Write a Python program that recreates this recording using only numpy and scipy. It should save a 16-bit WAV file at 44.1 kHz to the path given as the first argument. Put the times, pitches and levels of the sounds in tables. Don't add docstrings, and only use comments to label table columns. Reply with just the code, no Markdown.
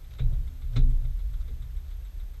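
import sys
import numpy as np
from scipy import signal
from scipy.fft import rfft, irfft
from scipy.io import wavfile
from scipy.ndimage import uniform_filter1d

SR = 44100
rng = np.random.default_rng(int(sys.argv[2]) if len(sys.argv) > 2 else 0)


def log_audio(samples):
    frames = np.atleast_2d(samples).T
    limited = np.clip(frames, -1, 1)
    pcm = np.round(limited * 32767).astype(np.int16)
    wavfile.write(sys.argv[1], SR, pcm)


N = 105840
T = np.arange(N) / SR
SHORT_SAMPLES, STEP_SAMPLES = 16384, 65536


def footfalls():
    # start in seconds, then levels of beam sway, plank boom, pole ring and deck shudder in dB.
    steps = [(0.2, -18, -24.5, -52, -28), (0.285, -27, -35, -62.5, -33), (0.76, -13.5, -22, -35, -28),
             (0.905, -24.5, -36, -63, -31.5), (1.492, -44.5, -38, -55.5, -42)]
    # frequency in Hz, relative level in dB, decay time t60 in seconds, swell time in seconds.
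    beam_modes = [(27.67, 5, 0.99, 0.033), (42.1, -13.5, 0.99, 0.053), (62.7, -10, 0.7, 0.06)]
    plank_modes = [(107.7, -2.5, 0.48, 0.0092), (122.13, -1, 0.72, 0.0128), (128.04, -6, 0.64, 0.016),
                   (150.35, -10.5, 0.61, 0.0061)]
    pole_modes = [(247.7, 2, 0.45, 0.015), (256.1, 0, 0.512, .014), (286, -2, 0.11, 0.006),
                  (355, -10.5, 0.21, .01), (423, -10, 0.33, .01)]
    # frequency in Hz, relative density in dB per Hz.
    shudder_spectrum = [(8, -46), (22, -3.5), (45, 8), (66, 5.5), (85, -13), (125, 2), (180, -22),
                        (300, -22.5), (470, -32.5), (800, -36.5), (2000, -59)]
    # band centre in Hz, decay time t60 in seconds.
    shudder_t60s = [(30, 3.3), (120, 1.2), (200, 0.38), (450, 0.53), (2000, 0.61)]
    shudder_rise_s = 0.013

    out, t = np.zeros(N), T[:STEP_SAMPLES]
    beams, planks, poles = ring(t, beam_modes), ring(t, plank_modes), ring(t, pole_modes)
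    onset = 1 - np.exp(-t / shudder_rise_s)
    for start, sway_db, boom_db, pole_db, shudder_db in steps:
        shudder = dense_ring(t, shudder_spectrum, shudder_t60s) * onset
        step = amp(sway_db) * beams + amp(boom_db) * planks + amp(pole_db) * poles
        add(out, start, step + amp(shudder_db) * shudder)
    return out


def ring(t, modes):
    out = np.zeros(len(t))
    for hz, db, t60, swell in modes:
        envelope = (1 - np.exp(-(t / swell) ** 2)) * fade(t, t60)
        out += amp(db) * envelope * np.sin(2 * np.pi * hz * t)
    return out


def dense_ring(t, spectrum, t60s):
    f = np.fft.rfftfreq(len(t), 1 / SR)
    centres, times = np.transpose(t60s)
    bins = rfft(noise(spectrum, size=len(t)))
    out = np.zeros(len(t))
    for t60, share in zip(times, np.eye(len(times))):
        weight = read(list(zip(centres, share)), f)
        out += irfft(bins * weight, len(t)) * fade(t, t60)
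    return out


def creaks():
    # start in seconds, rise in seconds, slat level in dB, added treble in dB, knock level in dB.
    creak_rows = [(0.106, .003, -57, 0, -71), (0.149, 0.0023, -58.5, -2, -74),
                  (0.186, 0.0023, -51, -6, -52.5), (0.1937, .002, -45.5, -8.5, -47.5),
                  (0.757, 0.0059, -42.5, -1.5, -46), (0.7643, 0.00147, -38, -0.5, -46),
                  (0.777, 0.0049, -57, -9.5, -54.5), (1.480, 0.017, -60, -4, -52.5)]
    # frequency in Hz, relative density in dB per Hz.
    slat_spectrum = [(250, -11), (600, 1.5), (950, -8), (1530, 4), (1850, -3), (2300, 3), (3050, -6.5),
                     (3500, 3.5), (3900, 9), (4250, -8.5), (5700, -10), (7200, -13.5), (9000, -25.5),
                     (14000, -42)]
    # band centre in Hz, decay time t60 in seconds.
    slat_t60s = [(400, 0.27), (1500, .11), (3700, 0.14), (6000, .1), (12000, 0.12)]
    # frequency in Hz, relative level in dB, decay time t60 in seconds.
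    cane_modes = [(320, -9, 0.11), (413.4, -5.5, 0.2), (450, -1.5, 0.14), (484.7, -1.5, 0.23),
                  (526, -17, 0.18), (695, -15, .1)]
    slips_per_s, slip_spread_db = 460, 4
    snap_db, snap_t60_s = 0, 0.035
    treble_from_hz = 4100

    out, t = np.zeros(N), T[:SHORT_SAMPLES]
    for start, rise, db, treble_db, knock_db in creak_rows:
        spectrum = [(hz, level + treble_db * (hz > treble_from_hz)) for hz, level in slat_spectrum]
        sizes = amp(slip_spread_db * rng.standard_normal(len(t)))
        signed_sizes = sizes * rng.choice([-1, 1], len(t))
        slips = (rng.random(len(t)) < slips_per_s / SR) * signed_sizes
        snaps = amp(snap_db) * unit(colour(slips, spectrum)) * fade(t, snap_t60_s)
        slats = dense_ring(t, spectrum, slat_t60s)
        knock = np.zeros(len(t))
        for hz, mode_db, t60 in cane_modes:
            phase = rng.random()
            knock += amp(mode_db) * fade(t, t60) * np.sin(2 * np.pi * (hz * t + phase))
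        add(out, start, np.minimum(t / rise, 1) * (amp(db) * (snaps + slats) + amp(knock_db) * knock))
    return out


def shifting():
    return scuffs() + rubs() + groans() + flexes()


def scuffs():
    # start in seconds, length in seconds, level in dB.
    scuff_rows = [(0.11, 0.052, -63), (0.715, 0.062, -66), (1.015, 0.017, -63), (1.398, 0.037, -59.5),
                  (1.83, 0.12, -70)]
    # frequency in Hz, relative density in dB per Hz.
    scuff_spectrum = [(500, -34), (1300, 5), (2200, -10), (2900, -8), (3700, 3), (4400, -6), (8000, -17),
                      (14000, -35)]
    grain_db = 4.5
    slow_noise = unit(uniform_filter1d(rng.standard_normal(N), size=120))
    grain = unit(amp(grain_db * slow_noise))
    return swells(scuff_rows, noise(scuff_spectrum) * grain)


def rubs():
    # start in seconds, length in seconds, level in dB.
    rub_rows = [(0.29, 0.097, -62.5), (0.70, 0.098, -60.5), (0.96, 0.17, -66.5)]
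    # frequency in Hz, relative density in dB per Hz.
    rub_spectrum = [(200, -20), (400, -8), (530, 2), (680, -1.5), (900, -16), (2000, -29)]
    return swells(rub_rows, noise(rub_spectrum))


def groans():
    # start in seconds, length in seconds, level in dB.
    groan_rows = [(0.3, .48, -62.5)]
    return swells(groan_rows, narrow_noise(hz=255.7, width_hz=18))


def flexes():
    # start in seconds, length in seconds, level in dB.
    flex_rows = [(0.08, 0.14, -46.5), (0.39, 0.15, -39.5), (0.61, 0.13, -48.5), (0.69, 0.17, -35.5),
                 (1.24, 0.11, -49.5), (1.61, .1, -45)]
    return swells(flex_rows, narrow_noise(hz=118, width_hz=20.6))


def swells(rows, sound):
    envelope = np.zeros(N)
    for start, length, db in rows:
        envelope += amp(db) * np.sin(np.pi * np.clip((T - start) / length, 0, 1))
    return sound * envelope


def ticking():
    # rasp level in dB, ping level in dB.
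    tick_rows = [(-64, -68), (-55, -59), (-61, -63.5), (-58.5, -64), (-59.5, -64), (-54, -59), (-61, -58),
                 (-60.5, -64), (-60, -68), (-58.5, -67), (-59, -66), (-58.5, -63.5), (-61, -62),
                 (-58.5, -66), (-60.5, -60), (-60, -67), (-64.5, -67)]
    # frequency in Hz, relative density in dB per Hz.
    rasp_spectrum = [(500, -20.5), (1000, -6.5), (1450, 1), (1800, -16), (2100, 1.5), (2750, -19),
                     (3300, -1.5), (3800, 1), (4200, -12.5), (6500, -25.5)]
    first_s, period_s = 0.0369, 0.1437
    rasp_rise_s, rasp_t60_s = 0.0089, 0.11
    ping_rise_s, ping_t60_s = 0.0029, 0.038

    rasp_level, ping_level, t = np.zeros(N), np.zeros(N), T[:SHORT_SAMPLES]
    rasp_shape = np.minimum(t / rasp_rise_s, 1) * fade(np.maximum(t - rasp_rise_s, 0), rasp_t60_s)
    ping_shape = np.minimum(t / ping_rise_s, 1) * fade(t, ping_t60_s)
    for k, (rasp_db, ping_db) in enumerate(tick_rows):
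        start = first_s + k * period_s
        add(rasp_level, start, amp(rasp_db) * rasp_shape)
        add(ping_level, start, amp(ping_db) * ping_shape)
    return rasp_level * noise(rasp_spectrum) + ping_level * narrow_noise(hz=7850, width_hz=360)


def background():
    # frequency in Hz, relative density in dB per Hz.
    rumble_spectrum = [(8, -29), (18, -13), (28, 2.5), (45, 2.5), (56, -11), (67, 1), (82, -21), (100, -25),
                       (122, -17.5), (150, -31.5), (200, -40.5), (400, -52.5), (900, -68)]
    air_spectrum = [(100, 4), (250, -0.5), (500, -1.5), (900, -7.5), (1500, -7), (2800, -10.5),
                    (3700, -8.5), (4500, -13.5), (7000, -16.5), (8000, -15.5), (9000, -19), (12000, -22),
                    (13500, -16), (14400, -53), (15200, -42)]
    # time in seconds, rumble level in dB.
    rumble_levels = [(0, -38.5), (0.17, -41.5), (0.45, -33), (1.4, -32), (1.75, -35.5), (2.4, -36)]
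    air_db = -62
    rumble = noise(rumble_spectrum) * amp(np.interp(T, *np.transpose(rumble_levels)))
    return rumble + amp(air_db) * noise(air_spectrum)


def camera_whine():
    # frequency in Hz, rms level before the flutter in dB.
    whine_tones = [(6309, -82.5), (12617.4, -71.5)]
    flutter_hz, flutter_depth = 30, 0.2
    flutter = 1 + flutter_depth * signal.square(2 * np.pi * flutter_hz * T)
    tones = sum(amp(db) * np.sqrt(2) * np.sin(2 * np.pi * hz * T) for hz, db in whine_tones)
    return flutter * tones


def amp(db):
    return 10 ** (np.asarray(db) / 20)


def unit(x):
    return x / np.sqrt(np.mean(x ** 2) + 1e-20)


def read(points, hz):
    f, value = np.transpose(points)
    return np.interp(np.log(hz + 1), np.log(f + 1), value)


def add(mix, start, sound):
    part = mix[max(round(start * SR), 0):][:len(sound)]
    part += sound[:len(part)]


def fade(t, t60):
    return np.exp(-np.log(1000) * t / t60)


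def colour(x, spectrum):
    gain = amp(read(spectrum, np.fft.rfftfreq(len(x), 1 / SR)))
    return irfft(rfft(x) * gain, len(x))


def noise(spectrum, size=N):
    return unit(colour(rng.standard_normal(size), spectrum))


def narrow_noise(hz, width_hz):
    off = (np.fft.rfftfreq(N, 1 / SR) - hz) / width_hz
    return unit(irfft(rfft(rng.standard_normal(N)) / (1 + (2 * off) ** 2), N))


def scene():
    return (footfalls() + creaks() + shifting() + ticking() + background())[None]


def record(dry):
    cutoff_hz = 15100
    lowpass = signal.firwin(511, cutoff_hz, window=("kaiser", 9), fs=SR)
    padded = np.pad(dry[0] + camera_whine(), len(lowpass) // 2, "edge")
    return signal.oaconvolve(padded, lowpass, "valid")[None]


dry = scene()
out = record(dry)
log_audio(out)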